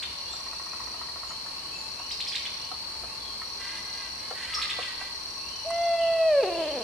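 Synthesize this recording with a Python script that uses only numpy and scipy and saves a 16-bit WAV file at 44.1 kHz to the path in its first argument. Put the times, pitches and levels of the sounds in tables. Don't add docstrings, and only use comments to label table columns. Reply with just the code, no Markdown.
import sys
import numpy as np
from scipy import signal
from scipy.fft import rfft, irfft, next_fast_len
from scipy.io import wavfile

SR = 44100
rng = np.random.default_rng(int(sys.argv[2]) if len(sys.argv) > 2 else 0)


def generate_wav(signal):
    frames = np.transpose(np.atleast_2d(signal))
    scaled = np.clip(frames, -1, 1) * 32767
    pcm = np.round(scaled).astype(np.int16)
    wavfile.write(sys.argv[1], SR, pcm)


N = 301203
T = np.arange(N) / SR
BILL_OPENS_S = 5.704

# frequency_hz, left_right_likeness
AIR_LIKENESS = [(60, 1), (150, 0.65), (500, 0.5), (1100, 0.31), (2500, 0.052), (5000, 0.035)]


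def owl(break_hz=470, jitter=0.0012, gargle_jitter=0.0173, flutter_db=2.0, rasp_db=-7, even_db=-5):
    # frequency_hz, gain_db
    throat = [(200, -4), (330, -1.5), (470, 7.5), (620, 9.5), (800, -4), (1000, -7.5), (1330, -20),
              (1900, -68)]
    # frequency_hz, gain_db
    bill = [(900, -5), (1350, -12), (1650, 6.5), (2050, 2.5), (2330, 4), (2620, 11.5), (2780, -4),
            (3350, -5.5), (4200, -17), (6000, -60)]
    pitch, tone_db, overtone_db, start_s = owl_contours()
    tone_db += echo_dip_db()
    overtone_db -= 25 * np.clip((BILL_OPENS_S - T) / 0.016, 0, 1)
    slack = np.clip((break_hz - pitch) / 60, 0, 1)
    pitch = pitch * (1 + jitter * drift(42) + gargle_jitter * slack * drift(45.5))
    phase = phase_of(pitch)
    start = np.searchsorted(T, start_s)
    orders = np.arange(1, 17)[:, None]
    partials, voice = np.sin(orders * phase[start:]), np.zeros(N)
    symmetry_db = even_db * (orders % 2 == 0) * (1 - slack[start:])
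    gape_db = -5 * orders * np.clip(1 - (T[start:] - BILL_OPENS_S) / .14, 0, 1)
    for shape, level_db in (throat, tone_db), (bill, overtone_db):
        gains = from_db(at_hz(shape, orders * pitch[start:]) + symmetry_db + gape_db)
        tone = np.sum(gains * partials, 0) / np.sqrt(np.sum(gains ** 2, 0) / 2)
        voice[start:] += from_db(level_db[start:]) * tone
    puffs = rms_one(resonate_twice(rng.standard_normal(N), 2700, 3100)) * (1 + np.sin(phase))
    voice += slack * puffs * from_db(overtone_db + rasp_db)
    fade_in = np.clip((T - T[start]) / 0.032, 0, 1)
    return voice * from_db(flutter_db * slack * drift(41)) * fade_in


def owl_contours(shake_hz=19.2, shake_depth=.025):
    # time_s, pitch_hz, level_db
    hoot = [(5.64, 540, -37), (5.667, 662, -32), (5.72, 676, -32), (5.825, 685.3, -26.5),
            (5.95, 672.8, -24), (6.14, 662, -24.5), (6.279, 643, -21.5), (6.355, 574, -20),
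            (6.4, 549.4, -18.7)]
    # time_s, pitch_hz, level_db
    gargle = [(6.421, 510.5, -30), (6.435, 412, -25), (6.47, 368, -29.5), (6.525, 341, -34),
              (6.6, 324, -29.5), (6.75, 281, -33), (6.83, 209.2, -40)]
    times, pitches, levels = np.transpose(hoot + gargle)
    pitch, tone_db = np.interp(T, times, pitches), np.interp(T, times, levels)
    gargling = np.interp(T, [hoot[-1][0], gargle[0][0]], [0, 1])
    shake = shake_depth * gargling * np.sin(2 * np.pi * shake_hz * (T - gargle[0][0]))
    overtone_db = -40 * (1 - gargling) + gargling * (tone_db - 15.5)
    return pitch * (1 + shake), tone_db, overtone_db, times[0]


def echo_dip_db(centre_s=5.97, width_s=0.015, depth_db=-6.5):
    return depth_db * np.exp(-((T - centre_s) / width_s) ** 2)


def bill_click(peak_db=-26, t60=0.018):
    # centre_hz, width_hz, gain_db
    modes = [(1060, 300, -9.5), (1450, 120, -12), (8500, 2000, -26)]
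    out, t = np.zeros(N), T[:SR // 10]
    burst = rng.standard_normal(len(t)) * from_db(-60 * t / t60)
    click = sum(from_db(db) * resonate_twice(burst, hz, width) for hz, width, db in modes)
    add(out, BILL_OPENS_S, from_db(peak_db) * click / np.abs(click).max())
    return out


def bird_chips(sweep=.64, roughness=0.046, beat_db=-12, overtone_db=-27, scratch_db=-20.5):
    # centre_s, top_hz, half_length_s, level_db, fall_share
    chips = [(0.033, 3615, .011, -30.5, 1), (2.12, 5040, 0.015, -30, 0.23), (2.21, 4460, 0.009, -28, 0.78),
             (2.285, 5085, 0.023, -31, 0.28), (2.331, 3900, 0.017, -34.5, 0.96),
             (2.359, 4303, .012, -26.5, 0.95), (2.46, 3675, .011, -32, 0.93),
             (4.549, 5355, .018, -27, 0.16), (4.624, 4510, 0.012, -25.5, 1),
             (4.704, 3726, 0.014, -28.5, 0.9), (4.829, 3410, .012, -32.5, 0.96)]
    out, wobble = np.zeros(N), drift(610)
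    grit = rms_one(resonate(rng.standard_normal(N), 510, 640))
    scratch = rms_one(resonate_twice(rng.standard_normal(N), 7300, width_hz=3800))
    for centre_s, top_hz, half_s, level_db, fall in chips:
        u = np.linspace(-1, 1, int(2 * half_s * SR))
        span = int(centre_s * SR) + np.arange(len(u))
        slide = np.where(u < 0, 1, fall) * np.sin(u * np.pi / 2) ** 2
        phase = phase_of(top_hz * (1 - sweep * slide) * (1 + roughness * wobble[span]))
        note = np.sin(phase) + from_db(beat_db) * np.sin(.87 * phase)
        note += from_db(overtone_db) * np.sin(2 * phase + 2 * grit[span])
        note += from_db(scratch_db) * scratch[span]
        add(out, centre_s - half_s, from_db(level_db) * np.cos(u * np.pi / 2) ** 1.03 * note)
    return out


def far_notes(waver=.011):
    # start_s, length_s, from_hz, to_hz, relative_db
    notes = [(.02, 0.31, 2934, 2780, -49), (.275, 0.074, 3250, 3690, -43.5), (.31, 0.042, 7640, 7480, -43),
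             (.899, .16, 2350, 3210, -52), (1.255, 0.062, 7230, 6760, -48.5), (1.646, .09, 2650, 3320, -52),
             (1.716, 0.06, 2620, 2670, -40.5), (1.729, 0.12, 7170, 7000, -49), (1.963, .1, 2510, 2950, -43),
             (2.579, 0.11, 2530, 2980, -46.5), (3.165, 0.19, 3630, 3150, -47.5),
             (4.509, .085, 1330, 1190, -38.5), (4.567, 0.0255, 1105, 1310, -29),
             (5.362, 0.15, 2560, 2817, -47), (5.477, .17, 3215, 2955, -47),
             (5.994, 0.093, 3100, 2804, -36.5), (6.38, 0.33, 2791, 2810, -40.5),
             (6.527, 0.16, 3535, 3410, -46), (6.561, 0.16, 3050, 3099, -42.5)]
    out, wobble = np.zeros(N), drift(62)
    for start_s, length_s, from_hz, to_hz, relative_db in notes + faint_slurs():
        u = np.linspace(0, 1, int(length_s * SR))
        pitch = from_hz + (to_hz - from_hz) * np.sin(u * np.pi / 2)
        pitch *= 1 + waver * np.roll(wobble, -int(start_s * SR))[:len(u)]
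        envelope = from_db(relative_db) * np.sqrt(np.abs(np.sin(np.pi * u)))
        add(out, start_s, envelope * np.sin(phase_of(pitch)))
    return out


def faint_slurs(count=13, gap_s=.5, length_s=.14, pitch_hz=2387, spread=.1, rise=1.22, relative_db=-51.5):
    slurs = []
    for k, (late, high) in enumerate(rng.random((count, 2))):
        from_hz = pitch_hz * (1 + spread * (2 * high - 1))
        slurs.append(((k + late) * gap_s, length_s, from_hz, from_hz * rise, relative_db))
    return slurs


def squirrel(flutter_db=2.5, waver=0.01175, hoarse_waver=.03, fade_s=0.034, arch_hz=10.85):
    # frequency_hz, gain_db
    throat = [(700, -25), (1200, -14), (1600, -5), (2000, 3), (2400, -8), (2900, -4), (3600, -8),
              (6000, -19), (10000, -22), (12500, -40)]
    # start_s, length_s, pitch_hz, glide_hz_per_s, level_db, hoarse_share
    whines = [(3.578, .25, 405.2, 45.5, -43.5, 0.27), (3.829, .29, 404, -97, -49.5, 0.03),
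              (4.161, 0.16, 425, 20, -51.5, 0), (4.339, .34, 393, 50, -41, .35),
              (4.668, .28, 393.5, -74, -43, .1), (4.95, .15, 394.4, 90, -46.5, 0.07)]
    out, wobble, flutter = np.zeros(N), drift(13.65), from_db(flutter_db * drift(60))
    rasp = stereo_noise(throat, AIR_LIKENESS)[0]
    for start_s, length_s, hz, glide, level_db, hoarse in whines:
        calling = (T >= start_s) & (T < start_s + length_s)
        t = T[calling] - start_s
        arch = arch_hz * (np.sin(np.pi * t / length_s) - 2 / np.pi)
        pitch = hz + glide * (t - length_s / 2) + arch
        phase = phase_of(pitch * (1 + (waver + hoarse_waver * hoarse) * wobble[calling]))
        tone = sum(from_db(at_hz(throat, k * hz)) * np.sin(k * phase) for k in range(2, 27))
        voice = np.sqrt(1 - hoarse) * rms_one(tone) + np.sqrt(hoarse) * rasp[calling]
        envelope = np.clip(np.minimum(t, length_s - t) / fade_s, 0, 1)
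        add(out, start_s, from_db(level_db) * envelope * voice)
    return out * flutter


def drops(t60=0.038, attack_s=0.0019, width_hz=420, upper_db=-4, splash_db=-19):
    # start_s, peak_db, pitch_hz
    hits = [(1.459, -37.5, 1080), (1.995, -33, 868), (2.714, -27.5, 753), (3.034, -32.5, 668),
            (3.415, -31, 1230), (4.307, -26.5, 690), (4.786, -25.5, 659), (5.011, -30, 960)]
    out, t = np.zeros(N), T[:SR // 10]
    for start_s, peak_db, hz in hits:
        splash = rng.standard_normal(len(t)) * from_db(-60 * t / t60) * np.minimum(t / attack_s, 1)
        bands = (0.96 * hz, width_hz, 0), (1.56 * hz, width_hz, upper_db), (2400, 2500, splash_db)
        tap = sum(from_db(db) * resonate_twice(splash, centre, width) for centre, width, db in bands)
        add(out, start_s, from_db(peak_db) * tap / np.abs(tap).max())
    return out


def knocks(count=15, first_s=.334, gap_s=.06429, slowing_s=.000734, loudest_s=1, attack_s=0.0025):
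    # frequency_hz, gain_db, t60_s
    modes = [(677, -3.5, 0.032), (1020, 6, 0.019), (1150, 6.5, 0.017), (1310, 3, 0.018), (1924, 0, 0.025)]
    out, t = np.zeros(N), T[:SR // 10]
    for k in range(count):
        start_s = first_s + gap_s * k + slowing_s * k ** 2 / 2
        strike_db = -37.5 - 10 * (start_s - loudest_s) ** 2
        for hz, gain_db, t60 in modes:
            ring = np.sin(2 * np.pi * hz * t + rng.uniform(0, 2 * np.pi)) * np.minimum(t / attack_s, 1)
            add(out, start_s, ring * from_db(strike_db + gain_db + rng.normal(0, 2.7) - 60 * t / t60))
    return out


def insect_trill(length_s=.75, period_s=.03655, stroke_s=0.0095, from_hz=5970, to_hz=5470, level_db=-39):
    starts = [.186, 1.922, 3.464, 5.162, 6.72]
    out, u = np.zeros(N), np.linspace(0, 1, int(stroke_s * SR))
    for start_s in starts:
        for centre_s in np.arange(start_s, start_s + length_s, period_s):
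            pitch = (from_hz + (to_hz - from_hz) * u) * (1 + 0.0035 * rng.standard_normal())
            stroke = np.sin(np.pi * u) * np.sin(phase_of(pitch))
            swell = min(0.73 + (centre_s - start_s) / 0.55, 1)
            add(out, centre_s - stroke_s / 2, swell * from_db(level_db + rng.normal(0, 1)) * stroke)
    return out


def insect_chorus(level_db=-37.5, slow_throb=0.054, fast_throb=0.16):
    # frequency_hz, gain_db
    spectrum = [(3400, -57), (3850, -13.5), (4050, -0.5), (4400, 4), (4560, 0.5), (4800, -16), (5200, -10),
                (5750, -13), (6400, -25), (7800, -32), (8850, -18), (9500, -32), (12000, -33), (13200, -32)]
    throb = 1
    for rate_hz, depth in (11.5, slow_throb), (39.9, fast_throb):
        throb = throb + depth * np.sin(phase_of(rate_hz + 0.86 * drift(4)))
    drone = stereo_noise(spectrum, likeness=[(4000, -0.074), (9000, -0.0034)])
    return from_db(level_db) * throb * pan(drone, left_db=1.7)


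def air(level_db=-46.0):
    # frequency_hz, gain_db
    spectrum = [(20, -6.5), (40, -14.5), (60, 5.5), (110, -3), (200, -3.5), (500, -3.5), (1200, -3.5),
                (1450, -7.5), (2700, -4), (3600, -9), (7000, -14), (10500, -17), (12500, -27)]
    # centre_hz, width_hz, level_db
    hum_bands = [(59, 8.9, -65.5), (884, 18, -58), (956.5, 79, -56), (1088, 65, -53)]
    white = stereo_noise([(20, 0), (20000, 0)], AIR_LIKENESS)
    hum = sum(from_db(db) * rms_one(resonate_twice(white, hz, width)) for hz, width, db in hum_bands)
    hush = from_db(level_db + 0.34 * drift(4.7)) * stereo_noise(spectrum, AIR_LIKENESS)
    return pan(hush + hum, left_db=-1.15)


def wood(x, wet_db, alike, early_db, early_t60):
    # frequency_hz, t60_s
    decay = [(200, 2.5), (650, 1.3), (2000, 1.1), (5000, 1.57), (12000, 0.077)]
    t, tail = T[:SR], 0
    edges_hz = np.geomspace(150, 14000, 8)
    for low, high in zip(edges_hz, edges_hz[1:]):
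        band = signal.butter(2, [low, high], "band", fs=SR, output="sos")
        mid, side = signal.sosfilt(band, rng.standard_normal((2, SR)))
        trunks = from_db(-60 * t / at_hz(decay, np.sqrt(low * high)))
        leaves = from_db(early_db - 60 * t / early_t60)
        tail = tail + (mid + np.sqrt(1 - alike) * side * [[1], [-1]]) * (trunks + leaves)
    tail = tail * np.clip(t / 0.0033, 0, 1) ** 2
    tail = tail / np.sqrt(np.sum(tail ** 2) / 2)
    return x + from_db(wet_db) * signal.fftconvolve(x[None], tail, axes=1)[:, :N]


def from_db(db):
    return 10 ** (np.asarray(db) / 20)


def rms_one(x):
    return x / np.sqrt(np.mean(x ** 2) + 1e-20)


def phase_of(hz):
    return 2 * np.pi * np.cumsum(hz) / SR


def at_hz(points, hz):
    frequencies, values = np.transpose(points)
    return np.interp(np.log(np.maximum(hz, 1)), np.log(frequencies), values)


def drift(rate_hz):
    step, settle = 40, 2000
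    r = np.exp(-2 * np.pi * step * rate_hz / SR)
    noise = rng.standard_normal(N // step + settle + 2)
    slow = signal.lfilter([1], [1, -2 * r, r * r], noise)[settle:]
    return np.interp(np.arange(N) / step, np.arange(len(slow)), rms_one(slow))


def resonate(x, hz, width_hz):
    r = np.exp(-np.pi * width_hz / SR)
    feedback = [1, -2 * r * np.cos(2 * np.pi * hz / SR), r * r]
    return signal.lfilter(np.array([1, 0, -1]) * (1 - r * r) / 2, feedback, x)


def resonate_twice(x, hz, width_hz):
    return resonate(resonate(x, hz, width_hz), hz, width_hz)


def stereo_noise(spectrum, likeness):
    size = next_fast_len(N)
    mid, side = rfft(rng.standard_normal((2, size)))
    hz = np.arange(len(mid)) * SR / size
    alike = np.clip(at_hz(likeness, hz), -1, 1)
    both = np.sqrt(1 + alike) * mid + np.sqrt(1 - alike) * side * [[1], [-1]]
    return rms_one(irfft(both * from_db(at_hz(spectrum, hz)), size)[:, :N])


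def pan(x, left_db):
    return x * from_db([[left_db / 2], [-left_db / 2]])


def add(track, start_s, sound):
    start = max(round(start_s * SR), 0)
    track[start:start + len(sound)] += sound[:max(N - start, 0)]


def scene():
    hoot = wood(owl() + bill_click(), wet_db=-15, alike=.8, early_db=-15, early_t60=.2)
    chatter = wood(bird_chips(), wet_db=0, alike=0.14, early_db=4.5, early_t60=0.26)
    notes = from_db(-4.5) * wood(far_notes(), wet_db=2, alike=.3, early_db=2, early_t60=.2)
    whine = pan(wood(squirrel(), wet_db=-5, alike=0.26, early_db=-3, early_t60=0.63), left_db=-2.5)
    taps = wood(drops() + knocks(), wet_db=-2.5, alike=0.28, early_db=23, early_t60=0.091)
    trill = pan(wood(insect_trill(), wet_db=-9, alike=.1, early_db=6, early_t60=0.27), left_db=7.5)
    return hoot + chatter + notes + whine + taps + trill + insect_chorus() + air()


def record(dry, cutoff_hz=13700):
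    return signal.sosfilt(signal.ellip(10, .1, 80, cutoff_hz, fs=SR, output="sos"), dry)


dry = scene()
out = record(dry)
generate_wav(out)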